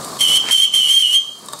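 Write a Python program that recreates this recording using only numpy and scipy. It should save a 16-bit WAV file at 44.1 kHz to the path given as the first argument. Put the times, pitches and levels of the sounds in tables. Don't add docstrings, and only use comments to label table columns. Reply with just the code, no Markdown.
import sys
import numpy as np
from scipy import signal
from scipy.fft import rfft, irfft
from scipy.io import wavfile
from scipy.ndimage import uniform_filter1d

SR = 44100
rng = np.random.default_rng(int(sys.argv[2]) if len(sys.argv) > 2 else 0)


def store_pcm(level_fs):
    pcm = np.round(np.clip(level_fs, -1, 1) * 32767).astype(np.int16)
    wavfile.write(sys.argv[1], SR, np.atleast_2d(pcm).T)


N = 70560
T = np.arange(N) / SR

# frequency in Hz, side level in dB.
STEREO_WIDTH = [(150, -24.5), (700, -15.5), (1500, -14), (3100, -10.5), (5000, -10), (8000, -7),
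                (12000, -29), (16000, -26)]
# frequency in Hz, level in dB.
HISS_SPECTRUM = [(500, -24), (2700, -14), (3500, -8.5), (4400, -1), (5600, -7.5), (6800, -5.5), (8300, -3),
                 (9500, -8.5), (11000, -9), (13000, -16.5), (15800, -19.5)]
WHISTLE_PAN_DB, TRACK_PAN_DB = -2, 1


def amp(db):
    return 10 ** (np.asarray(db) / 20)


def unit(x):
    return x / np.sqrt(np.mean(x ** 2) + 1e-20)


def curve(points):
    return np.interp(T, *np.transpose(points))


def read(points, hz):
    f, value = np.transpose(points)
    return np.interp(np.log(hz + 1), np.log(f + 1), value)


def colour(x, spectrum, peaks=()):
    hz = np.fft.rfftfreq(N, 1 / SR)
    peaks_db = sum(lift / (1 + (2 * (hz - f) / width) ** 2) for f, width, lift in peaks)
    return irfft(rfft(x) * amp(read(spectrum, hz) + peaks_db), N)


def noise(spectrum, peaks=()):
    return unit(colour(rng.standard_normal(N), spectrum, peaks))


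def wander(rate_hz):
    hz = np.fft.rfftfreq(N, 1 / SR)
    return unit(irfft(rfft(rng.standard_normal(N)) / (1 + (hz / rate_hz) ** 2), N))


def strike(start, decay_s, rise_s=.0005):
    age = np.maximum(T - start, 0)
    return np.minimum(age / rise_s, 1) * np.exp(-age / decay_s)


def pan(x, db):
    return x * amp([[db / 2], [-db / 2]])


def room(x, wet_db):
    # frequency in Hz, seconds to fall 60 dB.
    decay_times = [(150, 0.54), (1000, 0.3), (3100, 0.34), (6300, 0.44), (10000, 0.18), (16000, 0.25)]
    gap_s = 0.0058
    hz, t, bands = signal.stft(rng.standard_normal((2, SR)), SR, nperseg=256)
    tails = signal.istft(bands * amp(-60 * t / read(decay_times, hz)[:, None]), SR, nperseg=256)[1]
    tails *= np.clip(np.arange(tails.shape[1]) / SR / gap_s - 1, 0, 1)
    mid, side = (unit(signal.fftconvolve(x, tail)[:N]) * np.std(x) * amp(wet_db) for tail in tails)
    side = colour(side, STEREO_WIDTH)
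    return x + mid + np.array([side, -side])


def rolling():
    # frequency in Hz, level in dB.
    rumble = [(25, -30), (50, -29), (95, -9.5), (140, 1), (210, 1.5), (300, -1), (600, -2), (850, -3.5),
              (1150, 1), (1450, -9), (2300, -19.5), (3500, -60), (15000, -45)]
    # frequency in Hz, width in Hz, lift in dB.
    whirr = [(1192, 94, 3.5)]
    # time in seconds, level in dB.
    levels = [(0, -30.5), (.18, -32.5), (.32, -33), (.44, -28), (.52, -35.5), (.58, -39), (.72, -37.5),
              (.88, -40.5), (.97, -44), (1.18, -38), (1.35, -44), (1.45, -42.5), (1.53, -39.5), (1.6, -48)]
    mid = noise(rumble, whirr)
    side = colour(noise(rumble, whirr), STEREO_WIDTH) * amp(-2)
    gain = amp(curve(levels) + 2.0 * wander(rate_hz=36))
    return pan(np.array([mid + side, mid - side]) * gain, TRACK_PAN_DB)


def running_gear():
    # start in seconds, level in dB.
    knocks = [(0.013, -30.5), (0.045, -27.5), (0.119, -31.5), (0.169, -32.5), (1.485, -25.5),
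              (1.533, -19.5)]
    # frequency in Hz, level in dB, seconds to fall 60 dB.
    wagon_modes = [(594, -13.5, .08), (930, -8.5, 0.054), (1129, -3, 0.048), (1760, -15, 0.074),
                   (3740, -1.5, 0.035), (4770, -9, .03), (7500, -8.5, 0.035), (8420, 0, 0.021)]
    # start in seconds, level in dB.
    ticks = [(.047, -25.5), (.059, -34), (1.389, -36), (1.459, -31), (1.527, -28.5)]
    # frequency in Hz, level in dB.
    tick_spectrum = [(300, -33), (3000, -26), (6000, -2), (8700, 6), (12000, -3), (15800, -18)]
    clatter = np.zeros(N)
    for start, db in knocks:
        ring = np.zeros(N)
        for hz, mode_db, t60 in wagon_modes:
            envelope = amp(mode_db) * strike(start, t60 / np.log(1000))
            ring += envelope * np.sin(2 * np.pi * (hz * T + rng.random()))
        impact = amp(-2) * strike(start, decay_s=0.0031) * noise(HISS_SPECTRUM)
        clatter += amp(db) * (ring + impact)
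    clatter += noise(tick_spectrum) * sum(amp(db) * strike(start, decay_s=0.0049) for start, db in ticks)
    return pan(room(clatter, wet_db=-9), TRACK_PAN_DB)


def steam():
    # time in seconds, level in dB.
    leak_levels = [(0, -34.5), (.18, -35.5), (.42, -30.5), (.7, -39.5), (1.22, -36), (1.35, -41.5),
                   (1.48, -44), (1.585, -42), (1.593, -29.5), (1.6, -52)]
    # frequency in Hz, level in dB.
    spit_spectrum = [(60, -37), (200, -3), (800, -1.5), (1300, 4.5), (2300, 3), (4000, -2.5), (8000, -2.5),
                     (11000, -19), (15800, -28)]
    # start in seconds, level in dB.
    cracks = [(.487, -5.5), (0.502, -8.5)]
    peak_s, rise_s, fall_s = 0.497, 0.039, 0.013
    leak = noise(HISS_SPECTRUM) * amp(curve(leak_levels) + 0.73 * wander(rate_hz=100))
    swell = np.exp(np.minimum((T - peak_s) / rise_s, (peak_s - T) / fall_s))
    sputter = amp(-21 + 1.2 * wander(rate_hz=520))
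    crackle = sum(amp(db) * strike(start, decay_s=0.00085, rise_s=0.00022) for start, db in cracks)
    spit = (sputter * swell + crackle) * noise(spit_spectrum)
    return room(leak + spit, wet_db=-7)


def whistle():
    # time in seconds, pitch in Hz, tone level in dB, breath level in dB.
    blasts = [
        [(.203, 3060, -18, -14), (.222, 3190, -9.5, -18), (.243, 3060, -12, -22.5), (.275, 2940, -19, -18.5),
         (.34, 2995, -10, -20), (.365, 3185, -8, -14), (.378, 3158, -6.5, -12), (.39, 3006, -9.5, -35)],
        [(.507, 3149, -5.5, -16.5), (.525, 3172, -11, -12.5), (.55, 3112, -5, -20.5), (.58, 3066, -8.5, -15.5),
         (.612, 3174, -6.5, -20.5), (.642, 3191, -9.5, -12.5), (.652, 3071, -8, -18), (.662, 2816, -20, -48)],
        [(.736, 3090, -3.5, -17), (.755, 3180, -8.5, -14.5), (.805, 3028, -11.5, -25.5),
         (.84, 2939, -14.5, -23.5), (.884, 2917, -20.5, -22.5), (.905, 3130, -6.5, -18),
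         (.95, 3195, -8.5, -18.5), (.995, 3164, -5, -18.5), (1.022, 3102, -9.5, -19), (1.042, 2942, -6, -27.5),
         (1.075, 2906, -14, -22.5), (1.1, 2906, -11.5, -24.5), (1.132, 2995, -12, -20), (1.15, 3181, -4, -14.5),
         (1.17, 3207, -3, -18), (1.19, 3170, -16, -38)],
    ]
    # multiple of the pitch, level in dB against a note at full_hz.
    harmonics = [(2, -21.5), (3, -21.5)]
    # frequency in Hz, level in dB.
    breath_spectrum = [(200, -52), (1500, -20.5), (2200, -13.5), (3700, -12), (4900, -13.5), (6800, -7.5),
                       (8200, -4), (9500, -2.5), (11200, -11), (13500, -13), (15800, -28.5)]
    # frequency in Hz, width in Hz, lift in dB.
    pipe_modes = [(2164, 300, 10), (3203, 410, 22.5), (4344, 266, 15.5), (5470, 370, 11), (6100, 180, 6),
                  (7520, 210, 2.5), (8090, 370, 5.5), (9340, 330, 4.5), (10490, 370, 7), (11800, 350, 7.5),
                  (14950, 450, 10)]
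    attack_s, release_s = 0.0038, 0.0033
    lead_s, lead_db = 0.015, -10.5
    jitter, flutter_db, waver_hz = 0.00607, 1.0, 241
    fuzz_db, fuzz_width_hz = -22, 110
    full_hz, overtone_db_per_hz = 3100, 0.0327
    tone, overtones, breath = np.zeros((3, N))
    for blast in blasts:
        times, *columns = np.transpose(blast)
        hz, tone_db, breath_db = (np.interp(T, times, column) for column in columns)
        release = np.clip((times[-1] - T) / release_s + 1, 0, 1)
        gate = np.clip((T - times[0]) / attack_s, 0, 1) * release
        early_steam = np.clip((T - times[0] + lead_s) / attack_s, 0, 1) * release * amp(lead_db)
        flow = np.maximum(gate, early_steam)
        phase = 2 * np.pi * np.cumsum(hz * (1 + jitter * wander(waver_hz))) / SR
        fuzz = wander(fuzz_width_hz) * np.sin(phase) + wander(fuzz_width_hz) * np.cos(phase)
        level = amp(tone_db + flutter_db * wander(waver_hz))
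        envelope = np.sqrt(2) * level * gate
        tone += envelope * np.sin(phase) + level * flow * amp(fuzz_db) * fuzz
        brightness_db = overtone_db_per_hz * (hz - full_hz)
        overtones += envelope * sum(amp(db + brightness_db) * np.sin(k * phase) for k, db in harmonics)
        breath += flow * amp(breath_db)
    hiss = breath * noise(breath_spectrum, pipe_modes) * amp(1.6 * wander(rate_hz=130))
    return pan(room(tone, wet_db=-2), WHISTLE_PAN_DB) + room(hiss + overtones, wet_db=-8)


def scene():
    return whistle() + rolling() + steam() + running_gear()


def record(dry):
    threshold_db, slope, recovery_db_per_s, cutoff_hz = -11, 0.76, 47, 15800
    power = abs(uniform_filter1d((dry ** 2).mean(0), size=90))
    power_db = 10 * np.log10(power + 1e-12)
    fall_db = T * recovery_db_per_s
    held_db = np.maximum.accumulate(power_db + fall_db) - fall_db
    over_db = np.maximum(held_db - threshold_db, 0)
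    limited = dry * amp(-slope * uniform_filter1d(over_db, size=60))
    lowpass = signal.firwin(511, cutoff_hz, window=("kaiser", 9), fs=SR)
    return signal.oaconvolve(limited, lowpass[None], "same")


dry = scene()
out = record(dry)
store_pcm(out)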